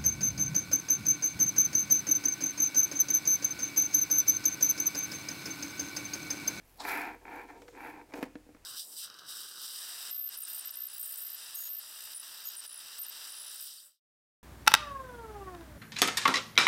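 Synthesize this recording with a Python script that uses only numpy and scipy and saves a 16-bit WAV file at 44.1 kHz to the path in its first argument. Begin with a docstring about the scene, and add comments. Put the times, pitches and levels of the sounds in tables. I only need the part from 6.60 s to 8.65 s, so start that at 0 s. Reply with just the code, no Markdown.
"""A nozzle spits and fizzes as a jet of liquid cleaner drums on the wall of an empty steel tank.
The jet comes from a plastic bottle in three squirts; between the last two, the bottle draws air
with a faint hollow tone. Then the nozzle scrapes in the tank's filler neck and knocks against
the tank, which rocks a little. A quiet workshop hums in the background."""
import sys
import numpy as np
from scipy import signal
from scipy.fft import rfft, irfft
from scipy.io import wavfile

SR = 44100
rng = np.random.default_rng(int(sys.argv[2]) if len(sys.argv) > 2 else 0)


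def generate_wav(signal):
    """Clip the signal to [-1, 1] and save it as 16-bit WAV at the path in sys.argv[1]."""
    frames = np.transpose(np.atleast_2d(signal))
    scaled = np.clip(frames, -1, 1) * 32767
    pcm = np.round(scaled).astype(np.int16)
    wavfile.write(sys.argv[1], SR, pcm)


N = 90404
T = np.arange(N) / SR

# how hard the jet pushes, one list per squirt: t/s, level/dB
JET_FORCE = [
    [(.17, -80), (.204, -48.5), (.24, -45.5), (.29, -35), (.335, -35), (.41, -37), (.5, -42), (.55, -50.5),
     (.58, -69), (.62, -83)],
    [(.61, -56), (.645, -60), (.665, -48.5), (.705, -46.5), (.74, -42.5), (.81, -44.5), (.875, -56),
     (.9, -45), (.925, -54), (.97, -53.5), (1.06, -69)],
    [(1.125, -59.5), (1.165, -50.5), (1.21, -45.5), (1.27, -42.5), (1.33, -48), (1.385, -50), (1.425, -55),
     (1.45, -72), (1.49, -75)],
]
# blobs of liquid that hit the wall on their own: t/s, level/dB
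BLOBS = [(.2495, -25), (.254, -31.5), (.544, -38), (.652, -35.5), (.679, -36), (.886, -45.5), (.897, -50),
         (.907, -49), (1.149, -41.5), (1.173, -38.5), (1.204, -33.5), (1.247, -33.5), (1.362, -43),
         (1.412, -41)]
# tone colour of the splash: f/Hz, level/dB
SPLASH_COLOUR = [(1200, -3.5), (2700, -1), (3200, 3.5), (4200, 1), (6000, -5), (7200, -5), (9500, -13.5),
                 (16000, -15)]
# the broad notes at which the tank rings: f/Hz, width/Hz, level/dB
TANK_NOTES = [(153, 8.4, -4), (296.7, 42, -0.5), (403, 16.7, -4), (479.7, 25, -5), (708.6, 33, 1),
              (799, 100, -0.5), (930, 76, 2), (1049, 65, -6), (1360, 107, -4), (1577, 136, -3.5),
              (1804, 105, -3), (2008, 96, -6), (2285, 165, -1), (2468, 137, -3), (2636, 95, -8)]
# fine spray fizzing at the nozzle: t/s, level/dB
FIZZ_LEVEL = [(0, -82), (.08, -70), (.19, -72), (.24, -60), (.29, -46), (.335, -46.5), (.38, -53.5),
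              (.48, -65.5), (.58, -80.5), (.7, -76), (.77, -68.5), (.9, -82), (1.14, -83), (1.21, -67),
              (1.3, -68), (1.36, -82), (1.5, -86)]
# its tone colour: f/Hz, level/dB
FIZZ_COLOUR = [(5000, -11), (9000, -16), (10200, -9), (10900, -3), (12000, -4.5), (13500, -4),
               (16000, -11.5)]
# air spat out ahead of the liquid: t/s, level/dB
SPIT_LEVEL = [(.165, -74), (.195, -53), (.205, -41), (.235, -48.5), (.3, -46.5), (.36, -53.5), (.45, -59.5),
              (.56, -81)]
# its tone colour: f/Hz, level/dB
SPIT_COLOUR = [(400, -5), (850, 17.5), (1400, 1), (2900, -6), (4100, 6.5), (4700, 2), (5300, 2.5),
               (6100, -5), (7500, -3), (9500, -9), (16000, -30)]
# the bottle's clicks and knocks: t/s, thump level/dB, ring level/dB, tick level/dB, treble limit/Hz
KNOCKS = [(1.019, -76, -47, -42.5, 9200), (1.081, -60, -47.5, -43.5, 6950), (1.086, -72, -55, -42.5, 7000),
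          (1.521, -62, -45, -48, 4000), (1.5373, -54, -38, -32.5, 8500), (1.54, -38, -48, -37, 5900),
          (1.588, -35.5, -49, -50, 7000), (1.6279, -25.5, -33.5, -29.5, 15000),
          (1.6395, -34, -63, -35.5, 5500), (1.755, -34.5, -49, -40, 3400), (1.866, -51, -78, -70, 790),
          (1.891, -46.5, -62, -57, 1500), (1.904, -51, -77, -67, 825), (1.948, -46.5, -65, -49.5, 4950),
          (1.966, -73, -56, -54, 2200), (2.046, -60, -46, -51.5, 2950)]
# the notes in the tank's thump: f/Hz, level/dB, time to fade by 60 dB/s
THUMP_NOTES = [(255, -27, 0.041), (285.8, 6, 0.074), (304.5, -3, 0.18), (404, -0.5, 0.043),
               (483, -0.5, 0.082), (575, -22, 0.046), (713, -12, 0.081), (846, -36, 0.069)]
# tone colour of the plastic tick: f/Hz, level/dB
TICK_COLOUR = [(110, -24), (300, 4.5), (700, 3.5), (2400, -0.5), (3200, -8.5), (5400, -8), (7500, -17.5),
               (9000, -19), (11500, -8.5), (16000, -16)]
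# the nozzle rubbing in the neck: t/s, level/dB
SCRAPE_LEVEL = [(1.49, -64.5), (1.53, -56), (1.555, -46.5), (1.59, -45.5), (1.612, -49.5), (1.626, -41),
                (1.645, -49.5), (1.72, -83)]
# its tone colour: f/Hz, level/dB
SCRAPE_COLOUR = [(100, -49), (290, 10.5), (450, 4), (850, 2.5), (1200, -7), (2400, -8), (3000, -19),
                 (6000, -20.5), (16000, -26)]
# air drawn back through the nozzle: t/s, f/Hz, level/dB
INTAKE_TONE = [(.88, 410, -61), (0.951, 439, -66), (1.0, 428.2, -61.5), (1.034, 480, -57),
               (1.065, 496, -66), (1.095, 481.5, -56), (1.125, 446, -60), (1.17, 426, -56)]
# tone colour of its hiss: f/Hz, level/dB
HISS_COLOUR = [(1500, -27), (3500, -3), (5000, -5), (7500, -3), (9500, -12), (12000, -30)]
# tone colour of the room noise: f/Hz, level/dB
ROOM_COLOUR = [(20, -5), (44, -1), (60, -6.5), (100, -6), (300, -10.5), (600, -11.5), (1200, -18),
               (2400, -18), (3200, -24), (8000, -24.5), (16000, -30.5)]

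BASS_CUT_HZ = 188  # thump and scrape are weakened below this


def jet(reference_db=-40.5):
    """The jet breaks into drops that drum on the wall and splash; single blobs slap against it."""
    force_db = np.max([level(squirt) for squirt in JET_FORCE], axis=0)
    force = from_db(force_db)
    drops = clicks(per_s=3500, spread_db=1.5)
    # As the jet grows, the low notes swell less than it does and the high notes swell more.
    extra_db = force_db - reference_db
    boom = from_db(1 - 0.44 * extra_db)
    bright = from_db(0.54 * extra_db)
    drumming = from_db(-1) * tank(drops * force, boom, bright) / np.std(tank(drops))
    splash = from_db(-22) * force * rms_one(colour(drops, SPLASH_COLOUR))
    out = drumming + splash
    slap = peak_one(tank(signal.unit_impulse(N)))
    for start_s, db in BLOBS:
        add(out, start_s, from_db(db) * slap)
    return out


def tank(push, boom=1, bright=1):
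    """The tank rings, heard through its openings; boom scales its low notes, bright its high ones."""
    out = np.zeros(N)
    for k, (hz, width_hz, db) in enumerate(TANK_NOTES):
        gain = boom if hz < 600 else bright if hz > 1200 else 1
        out += (-1) ** k * from_db(db) * resonate(push * gain, hz, width_hz)
    return keep_side(keep_side(out, 227, "high", order=4), 2620, "low", order=6)


def nozzle():
    """Air and foam spit from the nozzle and fizz in quick bursts."""
    fizz_clicks = clicks(per_s=4000, spread_db=2.5) * flutter(depth_db=3.5, hz=170)
    spit_clicks = clicks(per_s=12000, spread_db=2) * flutter(depth_db=1.8, hz=70)
    fizz = rms_one(colour(fizz_clicks, FIZZ_COLOUR)) * from_db(level(FIZZ_LEVEL) + 4)
    spit = rms_one(colour(spit_clicks, SPIT_COLOUR)) * from_db(level(SPIT_LEVEL))
    return fizz + spit


def knocks():
    """Bottle meets tank: each knock is a plastic tick, a short ring of the wall and a low thump."""
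    notes = sum(from_db(db) * fade(fade_s) * np.sin(2 * np.pi * hz * T)
                for hz, db, fade_s in THUMP_NOTES)
    thump = peak_one(keep_side(notes, BASS_CUT_HZ, "high", order=3))
    out = np.zeros(N)
    for start_s, thump_db, ring_db, tick_db, treble_hz in KNOCKS:
        plastic = colour(rng.standard_normal(N) * fade(seconds=0.021), TICK_COLOUR)
        steel = tank(rng.standard_normal(N) * fade(seconds=0.018))
        tick = from_db(tick_db) * peak_one(keep_side(plastic, treble_hz, "low"))
        ring = from_db(ring_db) * peak_one(keep_side(steel, treble_hz, "low"))
        add(out, start_s, tick + ring + from_db(thump_db) * thump)
    return out


def scrape():
    """Plastic slips over the rim in many tiny catches."""
    catches = clicks(per_s=2000, spread_db=2.5) * flutter(depth_db=2.5, hz=68)
    rubbing = keep_side(colour(catches, SCRAPE_COLOUR), BASS_CUT_HZ, "high")
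    return rms_one(rubbing) * from_db(level(SCRAPE_LEVEL))


def intake(roughness_hz=41):
    """The bottle draws air back in, with a rough hollow tone that rises and falls, and a thin hiss."""
    times, hz, db = np.transpose(INTAKE_TONE)
    phase = 2 * np.pi * np.cumsum(np.interp(T, times, hz)) / SR
    tone = drift(roughness_hz) * np.cos(phase) + drift(roughness_hz) * np.sin(phase)
    hiss = from_db(-12) * rms_one(colour(rng.standard_normal(N), HISS_COLOUR))
    return (rms_one(tone) + hiss) * from_db(level(np.c_[times, db]))


def echo(sound, delay_s=0.004):
    """Sound bounces around the tank and the workshop, leaving a short, dull tail."""
    tail = keep_side(rng.standard_normal(N), 5250, "low") * fade(seconds=0.35) * (T > delay_s)
    return from_db(-19.5) * signal.fftconvolve(sound, tail / np.linalg.norm(tail))[:N]


def workshop(hum_hz=43):
    """Quiet room noise with a low, slightly wavering hum."""
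    phase = 2 * np.pi * hum_hz * T
    hum = rms_one(np.sin(phase) + from_db(-6) * np.sin(2 * phase)) * flutter(depth_db=1.5, hz=6)
    noise = rms_one(colour(rng.standard_normal(N), ROOM_COLOUR))
    return from_db(-65) * noise + from_db(-69) * hum


def from_db(db):
    """Turn decibels into a number to multiply by."""
    return 10 ** (np.asarray(db) / 20)


def rms_one(x):
    """Scale to an average strength (rms) of 1."""
    return x / np.sqrt(np.mean(x ** 2) + 1e-20)


def peak_one(x):
    """Scale so the biggest swing is 1."""
    return x / np.abs(x).max()


def level(rows):
    """Join points in time into a dB curve, silent before and after them."""
    return np.interp(T, *np.transpose(rows), left=-140, right=-140)


def fade(seconds):
    """A fade that falls by 60 dB in the given time."""
    return from_db(np.maximum(-60 * T / seconds, -200))


def drift(hz):
    """A smooth random wobble of typical size 1; more hz makes it quicker."""
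    r = np.exp(-2 * np.pi * hz / SR)
    return rms_one(signal.lfilter([1], [1, -2 * r, r * r], rng.standard_normal(2 * N))[N:])


def flutter(depth_db, hz):
    """A random wobble in loudness."""
    return from_db(depth_db * drift(hz))


def clicks(per_s, spread_db):
    """Random clicks of uneven size."""
    sizes = from_db(spread_db * np.minimum(rng.exponential(1, N), 4))
    signs = rng.choice([-1, 1], N)
    return rms_one(sizes * signs * (rng.random(N) < per_s / SR))


def keep_side(x, hz, side, order=2):
    """Keep the "low" or "high" side of hz; a higher order cuts more sharply."""
    return signal.sosfilt(signal.butter(order, hz, side, fs=SR, output="sos"), x)


def colour(x, points):
    """Make each frequency louder or softer, following a tone colour table."""
    hz, db = np.transpose(points)
    shape_db = np.interp(np.log(np.fft.rfftfreq(2 * N, 1 / SR) + 1), np.log(hz), db)
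    # These steps (a minimum-phase filter) put the ringing after each click, never before it.
    cepstrum = irfft(np.log(from_db(shape_db)))[:N]
    cepstrum[1:] *= 2
    return irfft(rfft(x, 2 * N) * np.exp(rfft(cepstrum, 2 * N)))[:N]


def resonate(x, hz, width_hz):
    """Ring at one note; a smaller width rings longer."""
    r = np.exp(-np.pi * width_hz / SR)
    feedback = [1, -2 * r * np.cos(2 * np.pi * hz / SR), r * r]
    return signal.lfilter(np.array([1, 0, -1]) * (1 - r * r) / 2, feedback, x + 1e-18)


def add(out, start_s, sound):
    """Mix a sound in at the given time."""
    start = int(start_s * SR)
    out[start:] += sound[:N - start]


def scene():
    """Squirts, then scraping and knocks, over the quiet room, in one channel."""
    work = jet() + nozzle() + intake() + scrape() + knocks()
    return (work + echo(work) + workshop())[None]


def record(dry, cutoff_hz=15850):
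    """Cut away the very highest treble sharply."""
    return signal.sosfilt(signal.ellip(12, .1, 70, cutoff_hz, fs=SR, output="sos"), dry)


dry = scene()
out = record(dry)
generate_wav(out)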